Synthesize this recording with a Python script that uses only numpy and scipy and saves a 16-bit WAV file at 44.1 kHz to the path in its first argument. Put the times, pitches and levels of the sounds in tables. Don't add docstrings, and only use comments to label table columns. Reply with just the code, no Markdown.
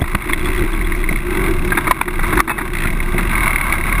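import sys
import numpy as np
from scipy import signal
from scipy.fft import rfft, irfft
from scipy.io import wavfile
from scipy.ndimage import uniform_filter1d

SR = 44100
rng = np.random.default_rng(int(sys.argv[2]) if len(sys.argv) > 2 else 0)


def materialize(psi):
    bounded = np.clip(np.atleast_2d(psi).T, -1, 1)
    quanta = np.round(bounded * 32767).astype(np.int16)
    wavfile.write(sys.argv[1], SR, quanta)


N = 176400
T = np.arange(N) / SR


def amp(db):
    return 10 ** (np.asarray(db) / 20)


def unit(x):
    return x / np.sqrt(np.mean(x ** 2) + 1e-20)


def peak_at(x, db):
    return amp(db) * x / abs(x).max()


def fader(rows):
    return amp(np.interp(T, *np.transpose(rows)))


def add(mix, start, sound):
    part = mix[max(round(start * SR), 0):][:len(sound)]
    part += sound[:len(part)]


def colour(x, spectrum, size=4096):
    hz, db = np.transpose(spectrum)
    log_hz = np.log(abs(np.fft.fftfreq(size, 1 / SR)) + 1)
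    log_gain = np.log(amp(np.interp(log_hz, np.log(hz), db)))
    taps = np.fft.ifft(np.exp(np.conj(signal.hilbert(log_gain)))).real[:size // 2]
    return signal.fftconvolve(x, taps / np.linalg.norm(taps))[:len(x)]


def burst(envelope, spectrum, size=4096):
    return colour(rng.standard_normal(len(envelope)) * envelope, spectrum, size)


def resonate(x, hz, width_hz):
    b, a = signal.iirpeak(hz, hz / width_hz, SR)
    return signal.lfilter(b, a, signal.lfilter(b, a, x))


def steadied(x, seconds):
    power = uniform_filter1d(abs(signal.hilbert(x)) ** 2 / 2, max(int(seconds * SR), 1))
    return x / np.sqrt(abs(power) + 1e-12)


def ring(modes, t, pitch=1):
    return sum(amp(db - 60 * t / t60) * np.sin(2 * np.pi * hz * pitch * t) for hz, db, t60 in modes)


def ticks(runs, end):
    stops = [row[0] for row in runs[1:]] + [end]
    return [(time, db) for (start, rate, db), stop in zip(runs, stops)
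            for time in np.arange(start, stop - .5 / rate, 1 / rate)]


# time in seconds, relative level in dB.
HUM_LEVEL = [(0.0, -32), (0.19, -34.5), (0.3, -24), (0.58, -26.5), (0.61, -14), (0.68, -27.5), (1.12, -27),
             (1.19, -39), (1.25, -23), (1.53, -17), (1.6, -40), (1.65, -22), (2.05, -28.5), (2.07, -15.5),
             (2.24, -29.5), (2.34, -18.5), (2.43, -15), (2.96, -33), (3.16, -27), (3.3, -34), (3.98, -36),
             (4.0, -51)]
# frequency in Hz, width of one stage in Hz, relative level in dB.
FRAME_MODES = [(329.5, 31, -0.5), (353.5, 30.5, 1)]


def frame_hum():
    road = rng.standard_normal(N)
    hum = sum(amp(db) * resonate(road, hz, width) for hz, width, db in FRAME_MODES)
    return amp(-1.24) * steadied(hum, seconds=0.1) * fader(HUM_LEVEL)


# time in seconds, relative level in dB.
SHAKE_LEVEL = [(0.0, -26), (0.17, -20), (0.24, -36), (0.31, -20.5), (1.17, -18.5), (1.21, -25), (1.58, -18),
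               (1.78, -23), (1.84, -27), (1.9, -19), (1.94, -29.5), (2.22, -12.5), (2.33, -26), (2.36, -15),
               (2.51, -21), (2.73, -18.5), (3.9, -22), (4.0, -17)]
# frequency in Hz, relative level in dB.
SHAKE_SPECTRUM = [(8, -23.5), (20, -7), (25, 2), (28, 6), (33, 6), (40, -1.5), (55, -14), (90, -41.5),
                  (200, -64)]


def mount_shake():
    shake = colour(rng.standard_normal(N), SHAKE_SPECTRUM, size=32768)
    return amp(2.7) * steadied(shake, seconds=0.023) * fader(SHAKE_LEVEL)


# time in seconds, relative level in dB.
RUMBLE_LEVEL = [(0.0, -27), (0.01, -21.5), (0.1, -41), (0.15, -23.5), (0.2, -32.5), (0.51, -23.5),
                (0.53, -33), (0.63, -21.5), (0.69, -37), (0.78, -25.5), (1.08, -31.5), (1.11, -25),
                (1.21, -31), (1.43, -24), (2.02, -25.5), (2.41, -22.5), (2.44, -21), (2.7, -22.5),
                (3.11, -29.5), (3.13, -23.5), (3.84, -26.5), (4.0, -25)]
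# frequency in Hz, relative level in dB.
TYRE_SPECTRUM = [(25, -24), (50, -4.5), (75, 3), (100, -3), (175, -1.5), (220, -3.5), (265, -9.5),
                 (330, -7), (480, -24), (700, -18.5), (1500, -67)]


def tyre_rumble():
    rumble = colour(rng.standard_normal(N), TYRE_SPECTRUM, size=8192)
    return amp(1.27) * steadied(rumble, seconds=0.038) * fader(RUMBLE_LEVEL)


# start in seconds, peak level in dB.
RUTS = [(.018, -5), (0.149, -9), (0.611, -12), (1.11, -12.5), (2.335, -19), (2.856, -10), (3.145, -9),
        (3.777, -15)]


def ruts(decay_s=0.0046):
    out, t = np.zeros(N), T[:SR // 10]
    for start, db in RUTS:
        add(out, start, peak_at(burst(np.exp(-t / decay_s), TYRE_SPECTRUM), db))
    return out


# time in seconds, level in dB.
CRUNCH_LEVEL = [(0, -34), (.2, -29.5), (.45, -29.5), (.7, -29.5), (1.2, -33.5), (1.42, -23.5), (1.6, -31.5),
                (1.87, -22.5), (2.05, -25), (2.35, -23), (2.6, -19), (2.72, -25.5), (2.85, -28),
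                (2.94, -31.5), (3.25, -26), (3.42, -19), (3.58, -21), (3.74, -19), (3.8, -28.5),
                (3.9, -21.5), (4, -23.5)]
# frequency in Hz, relative level in dB.
CRUNCH_SPECTRUM = [(150, -19.5), (450, -18.5), (660, -7.5), (760, -8), (900, -2), (1130, 4), (1400, -3.5),
                   (1580, 2.5), (1800, -13), (2190, 4.5), (2450, -13.5), (2750, -8.5), (3000, -22),
                   (3750, -14), (4100, -23.5), (4350, -29.5), (5800, -32.5), (7000, -109)]


def dirt_crunch(grains_per_s=2500, spread_db=3, dust_db=-3, skip_db=1.5, skip_s=0.022):
    grains = rng.standard_normal(N) * (rng.random(N) < grains_per_s / SR)
    grains *= amp(spread_db * np.minimum(rng.exponential(1, N), 3))
    dust = amp(dust_db) * rng.standard_normal(N)
    crunch = colour(unit(grains) + dust, CRUNCH_SPECTRUM)
    skip = unit(signal.oaconvolve(rng.standard_normal(N), np.hanning(round(skip_s * SR)), "same"))
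    return steadied(crunch * amp(skip_db * skip), seconds=0.193) * fader(CRUNCH_LEVEL)


# start in seconds, clicks per second, peak level in dB.
FREEWHEEL_RUNS = [(.005, 55.3, -21), (.255, 58, -16.5), (.455, 66, -15.5), (.646, 69, -22),
                  (.871, 77, -23.5), (1.013, 63.4, -21.5), (1.304, 44.7, -15), (1.481, 36, -18),
                  (1.808, 29.4, -16.5), (1.943, 46, -17), (2.055, 40.2, -13.5), (2.442, 45, -20),
                  (2.652, 40, -13), (2.733, 58, -9.5), (2.88, 43.7, -19.5), (3.002, 35.4, -19.5),
                  (3.12, 46, -17)]
# frequency in Hz, relative level in dB.
SCRAPE_SPECTRUM = [(300, -30), (800, -22.5), (1200, -3.5), (1700, -3), (2000, 10.5), (2230, 3), (2600, 2.5),
                   (3000, -16), (3400, -5), (3700, -13.5), (4050, -9.5), (4300, -20), (5800, -27),
                   (7000, -73)]


def freewheel(rise_s=0.0018, decay_s=0.0038, spread_db=1.5):
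    out, t = np.zeros(N), T[:1024]
    envelope = np.minimum(t / rise_s, 1) * np.exp(-t / decay_s)
    for start, db in ticks(FREEWHEEL_RUNS, end=DRIVE_RUNS[0][0]):
        snap = burst(envelope, SCRAPE_SPECTRUM, size=1024)
        add(out, start, peak_at(snap, rng.normal(db, spread_db)))
    return out


# start in seconds, relative level in dB.
TINKLES = [(.015, -21), (.150, -27), (.332, -13.5), (0.403, -26), (.455, -19.5), (.581, -24),
           (0.732, -23.5), (.845, -26.5)]
# frequency in Hz, relative level in dB, seconds to fall 60 dB.
STEEL_MODES = [(3320, -15.5, 0.045), (3396, 5, 0.025)]


def steel_tinkles(rise_s=0.0015):
    out, t = np.zeros(N), T[:SR // 2]
    tinkle = ring(STEEL_MODES, t) * (1 - np.exp(-t / rise_s))
    for start, db in TINKLES:
        add(out, start, amp(db) * tinkle)
    return out


# start in seconds, relative level in dB.
DISC_PINGS = [(1.915, -60), (2.495, -19.5)]
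# frequency in Hz, relative level in dB, seconds to fall 60 dB.
DISC_MODES = [(845, 11.5, 0.16), (1950, -2, .12), (2579, 13, 0.21)]


def brake_disc():
    out = np.zeros(N)
    for start, db in DISC_PINGS:
        add(out, start, amp(db) * ring(DISC_MODES, T[:SR // 2]))
    return out


# start in seconds, level in dB.
CHAIN_CLINKS = [(.221, -16.5), (.333, -4), (.812, -14), (.871, -16), (.921, -8.5), (.949, -14.5),
                (1.040, -10.5), (1.089, -8.5), (1.126, -12), (1.159, -13), (2.752, -11), (2.833, -13.5),
                (2.902, -14.5), (3.002, -11.5), (3.180, -8), (3.312, -12.5), (3.332, -13), (3.478, -3.5),
                (3.559, -3.5), (3.611, -4.5), (3.724, -4), (3.925, -7)]
# start in seconds, links per second, level in dB.
DRIVE_RUNS = [(3.353, 38, -9.5), (3.479, 38.4, -8), (3.611, 35.2, -12), (3.81, 35.3, -13)]
# frequency in Hz, relative level in dB, seconds to fall 60 dB.
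LINK_MODES = [(1090, -10.5, 0.036), (1981, -1.5, 0.028), (2149, 11.5, 0.014), (2400, -7, 0.0066),
              (3970, -17, 0.019)]


def chain(rise_s=0.0015, detune=0.017, spread_db=1.2, rasp_db=-7.5, rasp_decay_s=0.0036):
    out, t = np.zeros(N), T[:2048]
    driven = [(start, rng.normal(db, spread_db)) for start, db in ticks(DRIVE_RUNS, end=T[-1] + .02)
              if min(abs(start - listed) for listed, _ in CHAIN_CLINKS) > .006]
    rise = 1 - np.exp(-(t / rise_s) ** 2)
    for start, db in CHAIN_CLINKS + driven:
        clink = rise * ring(LINK_MODES, t, pitch=rng.normal(1, detune))
        rasp = burst(rise * np.exp(-t / rasp_decay_s), SCRAPE_SPECTRUM, size=1024)
        add(out, start, peak_at(clink, db) + peak_at(rasp, db + rasp_db))
    return out


# start in seconds, peak level in dB.
CHAIN_STRIKES = [(0.152, -4), (1.776, -3), (1.915, -6.5), (2.013, -2), (2.403, 2.5), (3.028, -17)]
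# frequency in Hz, relative level in dB.
STRIKE_SPECTRUM = [(500, -35), (1500, 4.5), (2500, 18), (3200, -3), (4300, -8), (5500, -17.5),
                   (7000, -63.5)]


def chain_strikes(decay_s=0.0008):
    out, t = np.zeros(N), T[:1024]
    for start, db in CHAIN_STRIKES:
        crack = burst(np.exp(-t / decay_s), STRIKE_SPECTRUM, size=1024)
        add(out, start, peak_at(crack, db))
    return out


# start in seconds,
# level in dB, seconds before the decay, ring frequency in Hz, ring level over the rattle in dB.
BUMPS = [(.018, -18, 0.002, 1730, -13), (0.04, -17.5, 0.0017, 1130, -4), (0.076, -26, 0.002, 1050, 12),
         (0.1476, -8.5, 0.00067, 1860, -5), (0.286, -25, 0.0017, 1970, 1), (0.295, -14, 0.0035, 1060, -8),
         (.457, -23, 0.028, 1244, -18), (1.720, -10, 0.009, 1613, 4), (1.75, -17.5, 0.0051, 2217, 5),
         (1.772, -9, 0.014, 1636, -6), (1.869, -13, 0.013, 1073, -10), (1.91, -2, 0.0071, 1023, 3.5),
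         (2.012, -1.5, 0.0025, 1933, -19), (2.078, -10.5, 0.0079, 1210, -9), (2.192, -12, 0.004, 1947, -7),
         (2.234, -15.5, 0.013, 2000, -7), (2.326, -15.5, 0.016, 1100, -9), (2.371, -9, 0.0067, 1614, -8),
         (2.39, -7.5, 0.0075, 1080, -9), (2.4019, 3, .003, 1140, 1), (2.475, -4, 0.01, 1180, -10),
         (2.494, -3.5, 0.024, 1380, -12), (2.58, -6, 0.0098, 1910, -6), (2.607, -10.5, 0.013, 1225, -14),
         (2.848, -19, 0.011, 1400, 0), (3.186, -18.5, .014, 1860, -21)]
# frequency in Hz, relative level in dB.
RATTLE_SPECTRUM = [(150, -2), (350, 6), (520, -8), (680, -6), (1000, 6.5), (1350, 5.5), (1600, 2),
                   (2250, 3.5), (2650, -14.5), (3000, -40), (3500, -8), (4300, -23.5), (5800, -39),
                   (7000, -58)]


def clatter(rise_s=0.00059, decay_s=0.0044):
    out, t = np.zeros(N), T[:SR // 10]
    for start, db, hold_s, hz, ring_db in BUMPS:
        envelope = np.minimum(t / rise_s, 1) * np.exp(-np.maximum(t - hold_s, 0) / decay_s)
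        rattle = unit(burst(envelope, RATTLE_SPECTRUM))
        frame_ring = unit(envelope * np.sin(2 * np.pi * hz * t))
        knock = unit(rattle + amp(ring_db) * frame_ring)
        add(out, start, amp(db) * knock * np.sqrt(np.mean(envelope ** 2)))
    return out


def rolling():
    return mount_shake() + tyre_rumble() + frame_hum() + dirt_crunch() + freewheel()


def scene(side_db=-28.5):
    bike = rolling() + ruts() + steel_tinkles() + brake_disc() + chain() + chain_strikes() + clatter()
    side = amp(side_db) * rolling()
    return np.array([bike + side, bike - side])


def sample_hold(x, rate_hz=12000):
    spectrum = rfft(x) * (np.fft.rfftfreq(N, 1 / SR) < rate_hz / 2)
    rate_bin = round(rate_hz * N / SR)
    bins = np.arange(1, rate_bin // 2)
    below, above = rate_bin - bins, rate_bin + bins
    spectrum[:, below] -= amp(0.52) * np.conj(spectrum[:, bins]) * bins / below
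    spectrum[:, above] += amp(1.2) * spectrum[:, bins] * bins / above
    return irfft(spectrum, N)


def limiter(x, threshold_db=-4, attack_s=0.006, recover_db_per_s=33.5):
    over_db = np.maximum(20 * np.log10(abs(x).max(0) + 1e-9) - threshold_db, 0)
    recovery_db = T * recover_db_per_s
    target_db = np.maximum.accumulate(over_db + recovery_db) - recovery_db
    pole = np.exp(-1 / (attack_s * SR))
    duck_db = signal.lfilter([1 - pole], [1, -pole], target_db)
    return x * amp(-duck_db)


def record(dry, ceiling=0.97, cutoff_hz=15200):
    clipped = np.clip(limiter(sample_hold(dry)), -ceiling, ceiling)
    lowpass = signal.firwin(201, cutoff_hz, window=("kaiser", 8), fs=SR)
    return signal.oaconvolve(clipped, lowpass[None], "same")


dry = scene()
out = record(dry)
materialize(out)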